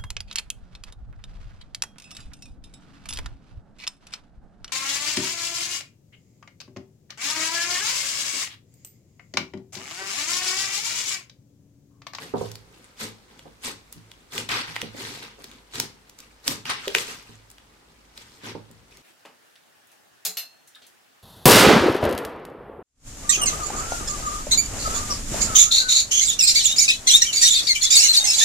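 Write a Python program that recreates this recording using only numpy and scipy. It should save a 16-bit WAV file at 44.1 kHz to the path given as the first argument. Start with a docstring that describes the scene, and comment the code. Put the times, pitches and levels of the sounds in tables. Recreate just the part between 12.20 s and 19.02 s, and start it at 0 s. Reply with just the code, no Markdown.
"""In a small room, two hands knead a lump of sticky slime on a wooden table, heard close up in stereo.
Each press, pull of the fingers or peeling sheet builds, holds and dies away. It swells the swarms of
ringing air pockets: large ones squelch, small ones crackle and thin films fizz. Pops and small ticks are
short rings with ripping noise; soft thuds and hollow gulps are fading resonances with a splat of noise.
The walls add a short noise tail, and behind it all lie a faint hush and a low, wavering hum."""
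import sys
import numpy as np
from scipy import signal
from scipy.fft import rfft, irfft, next_fast_len
from scipy.io import wavfile
from scipy.ndimage import map_coordinates

SR = 44100
rng = np.random.default_rng(int(sys.argv[2]) if len(sys.argv) > 2 else 0)


def generate_wav(sig):
    """Save sig (samples, or channels by samples) to the path in sys.argv[1] as 16-bit PCM at SR."""
    pcm = np.round(np.clip(np.atleast_2d(sig).T, -1, 1) * 32767).astype(np.int16)
    wavfile.write(sys.argv[1], SR, pcm)


N = 300762  # length in samples

# Resonances of the table and room; the lowest is a boom of the room:
# f/Hz, level/dB, time to fall 60 dB t60/s
RESONANCES = [(108.9, -11.5, 0.41), (163, -10.5, 0.21), (221.7, -13.5, 0.19), (288, -5, 0.094),
              (396.3, -4.5, 0.14), (455, -3, .09), (528, -2, 0.045), (740, -12, 0.027), (825, -6, 0.039),
              (1030, -7.5, .025)]


def slime(slip_rate_hz=60, slip_db=1.5, resonance_db=2):
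    """Large cavities squelch, small pockets crackle, and thin films fizz as they leave the skin."""
    # Tone colour of large, small and tiniest air pockets: f/Hz, relative level per Hz/dB
    squelch_colour = [(50, -39), (100, 7.5), (170, 0.5), (270, 3), (440, 1), (650, -13), (1000, -0.5),
                      (2000, -47.5)]
    crackle_colour = [(250, -20), (600, -10.5), (1200, 1.5), (2200, 2.5), (3800, 0), (5500, -5),
                      (8000, -20.5), (14000, -38)]
    fizz_colour = [(2000, 0.5), (4000, -2.5), (6000, -5), (8000, -4.5), (11000, -12.5), (13500, -12),
                   (16000, -21)]

    coarse_s = np.arange(0, N / SR, .001)
    sample_s = np.arange(N) / SR
    slips = slip_db * wobble(slip_rate_hz)  # the slime lets go in jerks
    squelch_db, crackle_db, fizz_db = [
        np.interp(sample_s, coarse_s, level) + slips for level in kneading(coarse_s)]

    squelch = bursts(squelch_db, squelch_colour, lo_hz=106.1, hi_hz=904, rate=700, cycles=15.7,
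                     spiky_db=1.0, spread_ms=0.14)
    # the squelch also sets off the resonances of the table and room
    squelch = squelch + amp(resonance_db) * filtered(squelch, resonance_response)
    crackle = bursts(crackle_db, crackle_colour, lo_hz=633, hi_hz=7200, rate=4500, cycles=16.3,
                     spiky_db=1.5, spread_ms=0.39)
    fizz = bursts(fizz_db, fizz_colour, lo_hz=3660, hi_hz=15560, rate=6000, cycles=20,
                  spiky_db=0, spread_ms=0.342)
    # stray brittle snaps stand out of the fizz: fewer, but far more uneven in strength
    snaps = bursts(fizz_db - 6.5, fizz_colour, lo_hz=2500, hi_hz=11000, rate=90, cycles=12,
                   spiky_db=4.5, spread_ms=0.23)
    mix = amp(-4) * squelch + amp(-2.0) * crackle + amp(1.67) * (fizz + snaps)
    return mix * amp([[.5], [-.5]])  # slightly louder on the left


def kneading(t):
    """Levels in dB of squelch, crackle and fizz: the powers of all the hands' moves added together."""
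    # Fingers pull out of the lump: time at full strength t/s, hold/s, relative level/dB, extra fizz/dB
    pulls = [(0.809, .034, -36.5, 0), (1.447, .03, -35.5, 0), (2.138, .055, -36, 0),
             (3.544, .078, -38.5, -2), (4.27, .055, -36, 2), (6.242, .055, -38.5, -9)]
    # A sheet of slime rips off the palms: time at full strength t/s, hold/s, relative level/dB
    peels = [(2.29, .115, -23.5), (4.457, .03, -30.5), (4.497, .018, -26.5)]
    # Hands press and fold the lump: time at full strength t/s, hold/s, relative level/dB,
    # extra squelch/dB, extra fizz/dB
    presses = [(0.0, .045, -43, 5, 1), (.18, .08, -47.5, 9, 5), (.52, .13, -60, 7, 2),
               (1.11, .16, -59.5, 8, -5), (1.73, .02, -64, 5, 12), (2.48, .17, -40.5, -8, -5),
               (2.778, .195, -39.5, 0, 1), (3.027, .012, -40, -2, -7), (3.2, .16, -53, 4, 0),
               (3.992, .04, -55, 1, 0), (4.62, .11, -40, -10, -4), (4.759, .045, -33, -6, 5),
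               (4.89, .025, -38.5, -6, 3), (4.98, .15, -53, -3, 1), (5.975, .035, -51, -3, 2),
               (6.068, .12, -58, 1, 4), (6.72, .08, -59, 5, 2)]

    # shapes: rise, sag while held, release, all in dB/s
    pull_shape, peel_shape, press_shape = (720, 10, 260), (9000, 52, 185), (420, 12, 170)
    # mixes: squelch and fizz in dB against the move's crackle
    pull_mix, peel_mix, press_mix = (-2.5, -1.5), (-14.5, -15), (-5, -6)
    squelch_lag_s = 0.0131  # large cavities open only once the fingers are on their way out
    fizz_haste = 1.3  # thin films die away this many times faster than the pockets

    moves = []
    for s, hold_s, db, more_fizz in pulls:
        moves.append((s, hold_s, db, pull_mix[0], pull_mix[1] + more_fizz, pull_shape, squelch_lag_s))
    for s, hold_s, db in peels:
        moves.append((s, hold_s, db, *peel_mix, peel_shape, 0))
    for s, hold_s, db, more_squelch, more_fizz in presses:
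        moves.append((s, hold_s, db, press_mix[0] + more_squelch, press_mix[1] + more_fizz, press_shape, 0))

    # the lump never quite stops creeping, so each layer starts from a resting power
    squelch, crackle, fizz = amp((-64, -64, -72)) ** 2
    for s, hold_s, db, squelch_db, fizz_db, shape, lag_s in moves:
        squelch = squelch + stroke(t - s - lag_s, hold_s, db + squelch_db, shape)
        crackle = crackle + stroke(t - s, hold_s, db, shape)
        fizz = fizz + stroke(t - s, hold_s, db + fizz_db, shape, fizz_haste)
    return 10 * np.log10([squelch, crackle, fizz])


def stroke(t, hold_s, db, shape, haste=1, settle_db=-19, settle_db_per_s=85):
    """Power of one move of the hands: it builds, holds with a slight sag, lets go and settles."""
    rise, sag, release = shape
    held_db = db + rise * np.minimum(t, 0) - sag * np.clip(t, 0, abs(hold_s))
    after = haste * np.maximum(t - abs(hold_s), 0)
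    # pockets go on bursting as the slime relaxes after a move
    fall_db = np.maximum(-release * after, settle_db - settle_db_per_s * after)
    return amp(np.maximum(held_db + fall_db, -150)) ** 2


def bursts(level_db, colour, lo_hz, hi_hz, rate, cycles, spiky_db, spread_ms,
           kin=.25, clump_s=.018, thinning=.35):
    """A swarm of bursting pockets that grows denser as it grows louder; rate is bursts/s at the loudest."""
    density = rate * amp((level_db - level_db.max()) * thinning)
    total = np.cumsum(density) / SR
    # more starts fall where the running count of bursts climbs faster
    start = np.searchsorted(total, rng.uniform(0, total[-1], int(total[-1])))
    pitch, chance, place, related = rng.random((len(start), 4)).T[:, :, None]

    # pockets torn in one clump tend to be of one size, so brief resonances come and go
    clump = (start[:, None] / (clump_s * SR)).astype(int)
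    clump_pitch = rng.random(N)[clump]
    hz = lo_hz * (hi_hz / lo_hz) ** np.where(related < kin, clump_pitch, pitch)

    # where spiky_db is high, a few pockets are far stronger than the rest;
    # higher-pitched ones are shorter, so they are scaled up to give an even spectrum before colouring
    size = amp(-spiky_db * np.log(0.047 + chance)) * hz / np.sqrt(density[start, None])
    size = size * rng.choice([-1, 1], size.shape)  # pressed pockets blow out, stretched ones suck in

    n = np.arange(int(SR * cycles / lo_hz / 2))
    where = (start[:, None] + n).ravel()
    pair = []
    # each spot of the lump lies at its own distance from the left and right sides
    for way in (place, 1 - place):
        ring = size * cavity(n / SR - way * spread_ms / 1000, hz, cycles)
        pair.append(np.bincount(where, ring.ravel(), N)[:N])
    coloured = filtered(np.array(pair), lambda f: amp(along(colour, f)))
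    return amp(level_db) * unit(coloured)


def cavity(t, hz, cycles):
    """An opened air pocket rings from t = 0 and is 60 dB down after so many cycles."""
    turns = np.maximum(t, 0) * hz
    return np.sin(2 * np.pi * turns) * amp(-60 * turns / cycles)


def wobble(rate_hz):
    """A smooth random curve with so many knots a second."""
    knots = rng.standard_normal(int(N * rate_hz / SR) + 4)
    return map_coordinates(knots, [np.arange(N) * rate_hz / SR])


def pops(cycles=9, skin=0.35, skin_s=0.012, snap=0.16, snap_s=0.00019,
         bounce=0.3, bounce_s=0.002072, lead_s=.00004, low_cut_hz=600):
    """The skin rips and snaps, its cavity rings briefly, and a nearby surface throws the pop back."""
    # Pops and small ticks, some of them tight clusters of bursts: t/s, relative level/dB, pitch f/Hz
    pop_list = [(0.3169, -26.5, 5450), (0.3559, -27, 4540), (1.1935, -34, 3200), (1.727, -24.5, 10200),
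                (1.9167, -31.5, 3340), (2.1801, -13, 3360), (2.2915, -21, 3630), (2.4987, -33, 2500),
                (2.5585, -24, 2500), (2.5642, -15, 2040), (2.6171, -16, 3370), (3.2427, -25.5, 4430),
                (3.3152, -36, 3420), (3.5564, -20.5, 4000), (3.6004, -6.5, 5500), (3.897, -33, 6030),
                (3.989, -30.5, 6400), (4.0036, -30.5, 6000), (4.2795, -4, 5200), (4.4551, -22.5, 2800),
                (4.495, -19.5, 2800), (4.6805, -14, 3180), (4.75, -3, 2580), (4.7848, -13, 3640),
                (5.3027, -34.5, 7800), (5.315, -34.5, 8500), (5.3832, -38, 3070), (5.9771, -27.5, 3960),
                (6.514, -38, 8100), (6.772, -35.5, 6450)]
    out = np.zeros((2, N))
    before = SR // 200  # the rip starts 5 ms ahead of the ring
    t = np.arange(-before, SR // 40) / SR - np.array([[0], [lead_s]])  # left leads right
    low_cut = signal.butter(2, low_cut_hz, "high", fs=SR, output="sos")  # too small to radiate bass
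    for s, db, hz in pop_list:
        # the rip is coloured by the cavity behind it
        rip = unit(filtered(rng.standard_normal(t.shape),
                            lambda f: (f / (hz ** 2 - f ** 2 + 2.5j * f * hz)) ** 2))
        rip = rip * amp(-60 * np.abs(t) / skin_s)
        tick = rng.standard_normal(t.shape[1]) * amp(-60 * np.abs(t) / snap_s)
        ring = cavity(t, hz, cycles) + bounce * cavity(t - bounce_s, hz, cycles)
        pop = ring + (snap * tick + skin * rip) / 2
        add(out, s - before / SR, amp(db) * signal.sosfilt(low_cut, pop))
    return out


def thuds(attack_s=0.00132, splat=0.42, splat_s=0.088, splat_hz=1100):
    """Each thud or gulp is a set of fading resonances plus a dull splat of noise; a wide spread is fuller."""
    # Soft thuds, and hollow gulps of the slime where the spread is narrow:
    # t/s, relative level/dB, centre of the energy f/Hz, spread/octaves
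    thud_list = [(0.138, -13.5, 500, 1.8), (0.21, -18.5, 456, 1.9), (1.254, -38, 423, 1.9),
                 (1.759, -40.5, 130, 0.84), (2.487, -39.5, 141, 0.91), (2.629, -27, 256, 1.4),
                 (2.746, -30.5, 370, 0.86), (3.03, -43, 450, 2.4), (3.184, -42, 506, 1.2),
                 (4.283, -27, 273, 0.24), (4.674, -21.5, 450, 0.49), (4.752, -27, 400, 0.28),
                 (4.885, -39, 397, 0.3), (5.093, -41.5, 150, 0.79), (6.235, -37, 170, 1.4),
                 (6.35, -24, 620, 2.2), (6.502, -39.5, 130, 1.1)]
    out = np.zeros((2, N))
    t = np.arange(SR // 2) / SR
    hz, mode_db, t60 = np.transpose(RESONANCES)[:, :, None]
    for s, db, centre_hz, octaves in thud_list:
        reach = lambda f: np.exp(-(np.log2((f + 1) / centre_hz) / octaves) ** 2 / 2)
        strength = reach(hz) * amp(mode_db + rng.normal(0, 3.4, (2, *hz.shape)))
        tuning = 1 + rng.normal(0, .012, hz.shape)  # the pitches differ slightly each time
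        # partly shared by both sides, partly their own
        phase = rng.normal(0, 0.78, hz.shape) + rng.normal(0, 0.52, (2, *hz.shape))
        modes = strength * np.sin(2 * np.pi * hz * tuning * t + phase) * amp(-60 * t / t60)
        ring = np.sum(modes, axis=1)
        air = filtered(rng.standard_normal(ring.shape), lambda f: reach(f) / (1 + (f / splat_hz) ** 6))
        air = unit(stereo_pair(*air)) * amp(-60 * t / splat_s)
        thud = (ring / np.abs(ring).max() + splat * air / 2) * (1 - np.exp(-t / attack_s))
        add(out, s, amp(db) * thud / np.abs(thud).max())
    return out * amp([[-1.5], [1.5]])  # louder on the right


def resonance_response(f):
    """How strongly the table and room answer at each frequency: a sum of damped resonances."""
    hz, mode_db, t60 = np.transpose(RESONANCES)[:, :, None]
    width_hz = np.log(1000) / np.pi / t60
    resonances = 1j * f * width_hz / (hz ** 2 - f ** 2 + 1j * f * width_hz)
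    return np.sum(amp(mode_db) * resonances, axis=0)


def room(x, rise_s=0.001):
    """The walls answer with a short diffuse tail: noise that dies at its own speed in each band."""
    # How long the room rings: f/Hz, time to fall 60 dB t60/s
    decay_times = [(100, 1), (260, 0.18), (700, 0.34), (1840, 0.27), (4850, 0.29), (12800, 0.19)]
    hz, t, bands = signal.stft(rng.standard_normal((2, SR // 2)), SR, nperseg=256)
    fade = amp(-60 * t / along(decay_times, hz)[:, None])
    tail = signal.istft(bands * fade, SR, nperseg=256)[1]
    tail = tail * (1 - np.exp(-np.arange(tail.shape[1]) / SR / rise_s))
    tail = stereo_pair(*tail)
    return signal.fftconvolve(x, tail / np.linalg.norm(tail[0]), axes=1)[:, :N]


def room_tone(hush_db=-58, hum_db=-66.5, hum_hz=50):
    """A faint hush of shaped noise over a low hum, which wavers because it is a narrow band of noise."""
    # Tone colour of the hush: f/Hz, relative level per Hz/dB
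    hush_colour = [(20, -10), (40, -10), (60, 3), (90, -6), (330, -8), (600, -11.5), (1200, -12),
                   (3000, -19), (8000, -23), (16000, -34)]
    hush = filtered(rng.standard_normal((2, N)), lambda f: amp(along(hush_colour, f)))
    hush = unit(stereo_pair(*hush))
    hum = unit(filtered(rng.standard_normal(N), lambda f: 1 / (1 + ((f - hum_hz) / 2) ** 2)))
    return amp(hush_db) * hush + amp(hum_db) * hum


def stereo_pair(mid, side, mono_hz=330):
    """Diffuse sound reaches two close microphones alike in the bass and unrelated in the treble."""
    side = filtered(side, lambda f: f / np.hypot(f, mono_hz))
    return np.array([mid + side, mid - side])


def amp(db):
    """Decibels to gain."""
    return 10 ** (np.asarray(db) / 20)


def unit(x):
    """Scale to an rms (average strength) of 1."""
    return x / np.sqrt(np.mean(x ** 2) + 1e-20)


def along(points, hz):
    """Read a curve of (f/Hz, value) points on a log frequency axis."""
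    f, v = np.transpose(points)
    return np.interp(np.log(hz + 1), np.log(f + 1), v)


def filtered(x, response):
    """Multiply the spectrum of x by a response that depends on frequency."""
    m = next_fast_len(x.shape[-1] + SR // 4)  # spare room, so the end hardly wraps onto the start
    spectrum = rfft(x, m) * response(np.fft.rfftfreq(m, 1 / SR))
    return irfft(spectrum, m)[..., :x.shape[-1]]


def add(track, s, sound):
    """Mix a stereo sound into the track at time s."""
    part = track[:, max(round(s * SR), 0):][:, :sound.shape[-1]]
    part += sound[:, :part.shape[-1]]


def scene():
    """Slime, pops and thuds, each with its share of the room, over the room tone."""
    tearing = slime()
    popping = amp(5.0) * pops()
    thudding = amp(0.5) * thuds()
    wet = room(amp(-5.0) * tearing + amp(-8) * popping + amp(-4.0) * thudding)
    return tearing + popping + thudding + wet + room_tone()


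def record(dry, top_hz=16100):
    """The highest treble is cut: the level slopes to nothing over 1 kHz around top_hz."""
    return filtered(dry, lambda hz: np.clip((top_hz - hz) / 1000 + .5, 0, 1))


dry = scene()
out = record(dry)
generate_wav(out)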